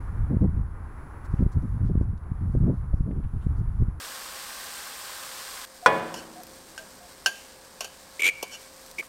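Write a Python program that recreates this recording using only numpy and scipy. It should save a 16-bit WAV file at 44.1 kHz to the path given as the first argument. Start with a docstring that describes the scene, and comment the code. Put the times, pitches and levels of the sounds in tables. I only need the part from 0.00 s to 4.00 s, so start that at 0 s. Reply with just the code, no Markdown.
"""Wind buffets a small camera's microphone in a sandy paddock, over a bed of distant rushing trees
and the faint whine of the camera's electronics. Almost at once the gusts arrive: faster air gives
louder, quicker eddies. A far bird calls, and single eddies start to thump. From just past one
second a horse walks close by with soft scuffs and ticks in the sand; the bird calls once more,
and the gusts and hooves carry on to the end."""
import sys
import numpy as np
from scipy import signal
from scipy.fft import rfft, irfft
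from scipy.io import wavfile
from scipy.ndimage import uniform_filter1d, map_coordinates

SR = 44100
rng = np.random.default_rng(int(sys.argv[2]) if len(sys.argv) > 2 else 0)


def store_wav(level_fs):
    """Save 16-bit WAV to argv[1]."""
    pcm = np.round(np.clip(np.atleast_2d(level_fs), -1, 1) * 32767)
    wavfile.write(sys.argv[1], SR, pcm.T.astype(np.int16))


N = 176400

# light air between the gusts: time_s, level_db
BREEZE_LEVEL = [(0, -33.5), (.15, -30), (.6, -27.5), (.7, -34), (.9, -38.5), (1.22, -40.5), (1.32, -30.5),
                (1.52, -33.5), (1.75, -26), (2.13, -27), (2.2, -40), (2.36, -30.5), (2.8, -29), (2.89, -30),
                (3.05, -27.5), (3.3, -35.5), (3.5, -28.5), (3.86, -29), (3.96, -38), (4, -37.5)]
# gusts on the microphone: start_s, length_s, level_db, eddy_rate_hz
WIND_GUSTS = [(0.198, 0.041, -22, 80.54), (0.304, 0.043, -21.5, 233.6), (0.413, 0.044, -16.5, 179.2),
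              (0.481, 0.013, -21.5, 120.5), (.535, 0.082, -26.5, 121.9), (1.398, 0.034, -18.5, 170.2),
              (1.446, 0.024, -24, 149.6), (1.558, 0.029, -21.5, 120.4), (1.628, .026, -29.5, 182.5),
              (1.81, 0.053, -22.5, 125.2), (1.895, 0.019, -22.5, 185.3), (2.002, .03, -30, 135),
              (2.096, 0.037, -35, 124.7), (2.416, 0.087, -27.5, 129.7), (2.546, 0.033, -22.5, 175.5),
              (2.605, 0.047, -17, 148), (2.669, .035, -20, 248.8), (2.709, .032, -29, 220.2),
              (3.065, 0.069, -32, 194.8), (3.159, 0.042, -26.5, 160.3), (3.235, .025, -24, 105.1),
              (3.339, .03, -24.5, 120.6), (3.491, 0.034, -27, 114.6), (3.588, 0.029, -22, 120.3),
              (3.796, 0.034, -20, 116.4)]
# tone of the turbulence at an eddy rate of BASE_EDDY_HZ: frequency_hz, level_db
WIND_SPECTRUM = [(6, -12.5), (20, -2.5), (45, 0), (80, -1.5), (120, -6.5), (190, -17.5), (320, -33),
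                 (600, -55), (1500, -92)]
# level of the distant rush, ducking under the wind gusts: time_s, level_db
RUSH_LEVEL = [(0, -47.5), (.33, -48.5), (.42, -51.5), (.7, -52), (.87, -48.5), (1.3, -48.5), (1.5, -50.5),
              (1.9, -52.5), (2.17, -54), (2.42, -52), (2.85, -53), (3.15, -56), (3.45, -52.5), (4, -53.5)]
# tone of the trees' rush: frequency_hz, level_db
RUSH_SPECTRUM = [(100, -2.5), (300, 3.5), (600, -6.5), (800, -3), (1050, 0), (1450, -4.5), (1900, -12.5),
                 (2400, -21), (3100, -36), (5000, -57.5)]
# fine hiss of leaves and air: time_s, level_db
HISS_LEVEL = [(0, -69), (.3, -72), (.65, -75), (1.05, -70), (1.4, -71), (1.7, -70.5), (2.15, -77.5),
              (2.55, -71.5), (3.05, -76.5), (3.5, -72), (4, -75.5)]
# tone of that hiss: frequency_hz, level_db
HISS_SPECTRUM = [(1000, -2.5), (3000, -2), (5500, -4.5), (6700, -5), (7800, -5.5), (9000, -5.5),
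                 (12000, -8.5), (15500, -9.5)]
# falling calls of a distant bird: start_s, length_s, level_db, pitch_hz
BIRD_CALLS = [(0.228, 0.044, -80, 3560), (2.363, .06, -82, 3355)]
# lone eddies, each a push and then a pull: time_s, peak_db, half_width_s
EDDY_THUMPS = [(.370, -12, 0.0015), (1.341, -12, .0019), (1.427, -16, 0.0016), (1.465, -11, 0.0019),
               (1.573, -14.5, .0016), (1.899, -19, 0.0009), (1.955, -12.5, 0.0013), (1.978, -13.5, 0.002),
               (2.013, -13, 0.0012), (2.319, -18.5, 0.0018), (2.552, -16, 0.00084), (2.572, -15, 0.0023),
               (2.942, -11.5, 0.0025), (3.008, -13.5, 0.002), (3.11, -20.5, 0.00085),
               (3.468, -11.5, 0.0018), (3.683, -21, 0.0044), (3.824, -12, 0.0026), (3.885, -15, 0.0021)]
# hooves scuffing the sand: start_s, length_s, level_db, centre_hz, width_octaves
HOOF_SCUFFS = [(1.253, 0.0055, -62.5, 5800, 0.75), (1.314, 0.12, -73.5, 5040, 0.6),
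               (1.382, 0.014, -60.5, 1981, 0.41), (1.525, 0.0064, -62, 5725, 0.65),
               (1.855, 0.035, -71.5, 4100, 0.63), (2.014, .025, -76, 5550, .55),
               (2.522, 0.035, -77.5, 5130, 0.73), (2.74, 0.056, -79, 3820, 0.59),
               (2.958, 0.029, -78, 5320, .25), (3.158, 0.29, -79, 2700, 0.32),
               (3.239, 0.011, -58, 1100, 0.82), (3.417, 0.027, -68, 2849, 0.44),
               (3.427, .025, -73.5, 8000, 0.53), (3.572, 0.026, -72, 5209, 0.44),
               (3.721, .11, -79.5, 3497, 0.95)]
# ticks and knocks of hooves on grit: time_s, level_db, centre_hz, width_octaves
HOOF_TICKS = [(1.623, -69, 4960, 0.44), (2.177, -68, 4205, .7), (2.237, -66.5, 2200, 0.39),
              (2.934, -42, 557.3, .35), (3.112, -54, 1500, 0.53)]

BASE_EDDY_HZ, BREEZE_EDDY_HZ = 100, 85.76
BREEZE_SPEEDUP = .15  # eddy rate follows the breeze's amplitude to this power
LARGE_EDDY_HZ, LARGE_EDDY_DB = 70.5, -5.5  # big slow eddies: a gust lifts their level, not their speed
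EVENNESS, EVEN_WINDOW_S = .92, .034  # how firmly and how fast the rumble's own swells are levelled
RUSH_BRIGHTEN, FLUTTER_DB = .6, 1.0  # extra treble in dB per dB of level; flutter depth
WHINE_HZ, WHINE_DB, WHINE_FLIPS_PER_S = (10282.5, 7711.5), (-75, -92.5), 59.85
WHINE_FOLLOW = .67  # dB of whine per dB of hiss
CALL_FALL_HZ, CALL_EDGE_S = 200, .012
SCUFF_EDGE_S, GRAIN_DB = .0083, 3.5
OVERLOAD_DB, FADE_IN_S, TOP_HZ = -11.5, .006, 15650


def undb(db):
    """Decibels to gain."""
    return 10 ** (np.asarray(db) / 20)


def unit(x):
    """Scale to rms 1."""
    return x / np.sqrt(np.mean(x ** 2))


def curve(t, rows):
    """Straight ramps through rows of time_s, value."""
    return np.interp(t, *np.array(rows).T)


def noise(spectrum):
    """Noise coloured by rows of frequency_hz, level_db."""
    hz, db = np.array(spectrum).T
    f = np.maximum(np.fft.rfftfreq(N, 1 / SR), 1)
    gain = undb(np.interp(np.log(f), np.log(hz), db))
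    return unit(irfft(rfft(rng.standard_normal(N)) * gain, N))


def band(x, hz, octaves):
    """A bell-shaped band of x around hz, at rms 1."""
    f = np.maximum(np.fft.rfftfreq(N, 1 / SR), 1)
    bell = np.exp(-.5 * (np.log2(f / hz) / octaves) ** 2)
    return unit(irfft(rfft(x) * bell, N))


def swell(t, start, length, rise_s, fall_s):
    """An envelope that eases up to start, holds for length and eases away."""
    return np.exp(-(np.minimum(t - start, 0) / rise_s) ** 2
                  - (np.maximum(t - start - length, 0) / fall_s) ** 2)


def flutter(rate_hz):
    """Glides between random values, at rms 1."""
    hold = int(SR / rate_hz)
    steps = rng.standard_normal(N)[np.arange(N) // hold]
    return unit(uniform_filter1d(steps, hold))


def buffeting(t):
    """Turbulence rumbles over the microphone: a gust makes it louder and drives its small eddies faster."""
    breeze_db = curve(t, BREEZE_LEVEL)
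    power = undb(breeze_db) ** 2
    eddy_hz = BREEZE_EDDY_HZ * undb(BREEZE_SPEEDUP * (breeze_db - breeze_db.mean()))
    for start, length, db, hz in WIND_GUSTS:
        gust = swell(t, start, length, rise_s=.007, fall_s=.01)
        power += (undb(db) * gust) ** 2
        eddy_hz += (hz - eddy_hz) * gust
    air = noise(WIND_SPECTRUM)
    # level the rumble so that breeze and gusts set the dynamics
    air_power = uniform_filter1d(np.abs(signal.hilbert(air)) ** 2, int(EVEN_WINDOW_S * SR), mode="wrap")
    air = unit(air / air_power ** (EVENNESS / 2))
    playhead = np.cumsum(eddy_hz / BASE_EDDY_HZ)  # varispeed: faster air, higher rumble
    small_eddies = map_coordinates(air, [playhead], order=3, mode="grid-wrap")
    large_eddies = band(rng.standard_normal(N), LARGE_EDDY_HZ, octaves=.71)
    return np.sqrt(power) * unit(small_eddies + undb(LARGE_EDDY_DB) * large_eddies)


def trees(t):
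    """Far trees make a fluttering rush, duller where its level dips, with a fine leaf hiss on top."""
    db = curve(t, RUSH_LEVEL)
    rush = noise(RUSH_SPECTRUM)
    treble = signal.sosfiltfilt(signal.butter(2, 1600, "high", fs=SR, output="sos"), rush)
    rush += (undb(RUSH_BRIGHTEN * (db - db.mean())) - 1) * treble
    rush *= undb(db + FLUTTER_DB * flutter(rate_hz=28))
    hiss = undb(curve(t, HISS_LEVEL)) * noise(HISS_SPECTRUM)
    return rush + hiss


def whine(t):
    """Two thin electronic tones, buzzing as their polarity flips, ride up and down with the hiss."""
    hiss_db = curve(t, HISS_LEVEL)
    tones = sum(undb(db) * np.sqrt(2) * np.sin(2 * np.pi * hz * t) for hz, db in zip(WHINE_HZ, WHINE_DB))
    polarity = np.sign(np.sin(np.pi * WHINE_FLIPS_PER_S * t))
    return tones * polarity * undb(WHINE_FOLLOW * (hiss_db - hiss_db.mean()))


def bird(t):
    """A far bird's thin whistle, sagging in pitch toward its tail."""
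    out = np.zeros(N)
    for start, length, db, hz in BIRD_CALLS:
        pitch_hz = hz - CALL_FALL_HZ * np.clip((t - start) / length, 0, 2) ** 2
        whistle = np.sin(2 * np.pi * np.cumsum(pitch_hz) / SR)
        out += undb(db) * swell(t, start, length, CALL_EDGE_S, CALL_EDGE_S) * whistle
    return out


def thumps(t):
    """A lone eddy crosses the microphone port: pressure builds, flips to suction and recovers."""
    out = np.zeros(N)
    for at, db, half_width in EDDY_THUMPS:
        crossing = (t - at) / half_width
        out -= 2 * undb(db) * np.tanh(crossing) / np.cosh(np.clip(crossing, -20, 20))
    return out


def sand():
    """A dense texture of sand grains, unequal in size but none very large."""
    return rng.standard_normal(N) * undb(GRAIN_DB * np.minimum(rng.exponential(size=N), 2))


def hooves(t):
    """Hooves brush the sand in soft scuffs and catch the grit in short ticks."""
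    out = np.zeros(N)
    for start, length, db, hz, octaves in HOOF_SCUFFS:
        out += undb(db) * swell(t, start, length, SCUFF_EDGE_S, SCUFF_EDGE_S) * band(sand(), hz, octaves)
    for at, db, hz, octaves in HOOF_TICKS:
        out += undb(db) * swell(t, at, 0, rise_s=.0012, fall_s=.006) * band(sand(), hz, octaves)
    return out


def scene():
    """A mono mix: wind up front, soft-clipped where it overloads, and the quiet paddock behind."""
    t = np.arange(N) / SR
    wind = buffeting(t) + thumps(t)
    wind /= (1 + (wind / undb(OVERLOAD_DB)) ** 4) ** (1 / 4)
    return (wind + trees(t) + whine(t) + bird(t) + hooves(t))[None]


def record(dry):
    """A quick fade-in and a steep cut of the very top end."""
    fade_in = np.sin(np.pi / 2 * np.minimum(np.arange(N) / SR / FADE_IN_S, 1)) ** 2
    high_cut = signal.ellip(10, .2, 70, TOP_HZ, fs=SR, output="sos")
    return signal.sosfilt(high_cut, dry * fade_in)


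dry = scene()
out = record(dry)
store_wav(out)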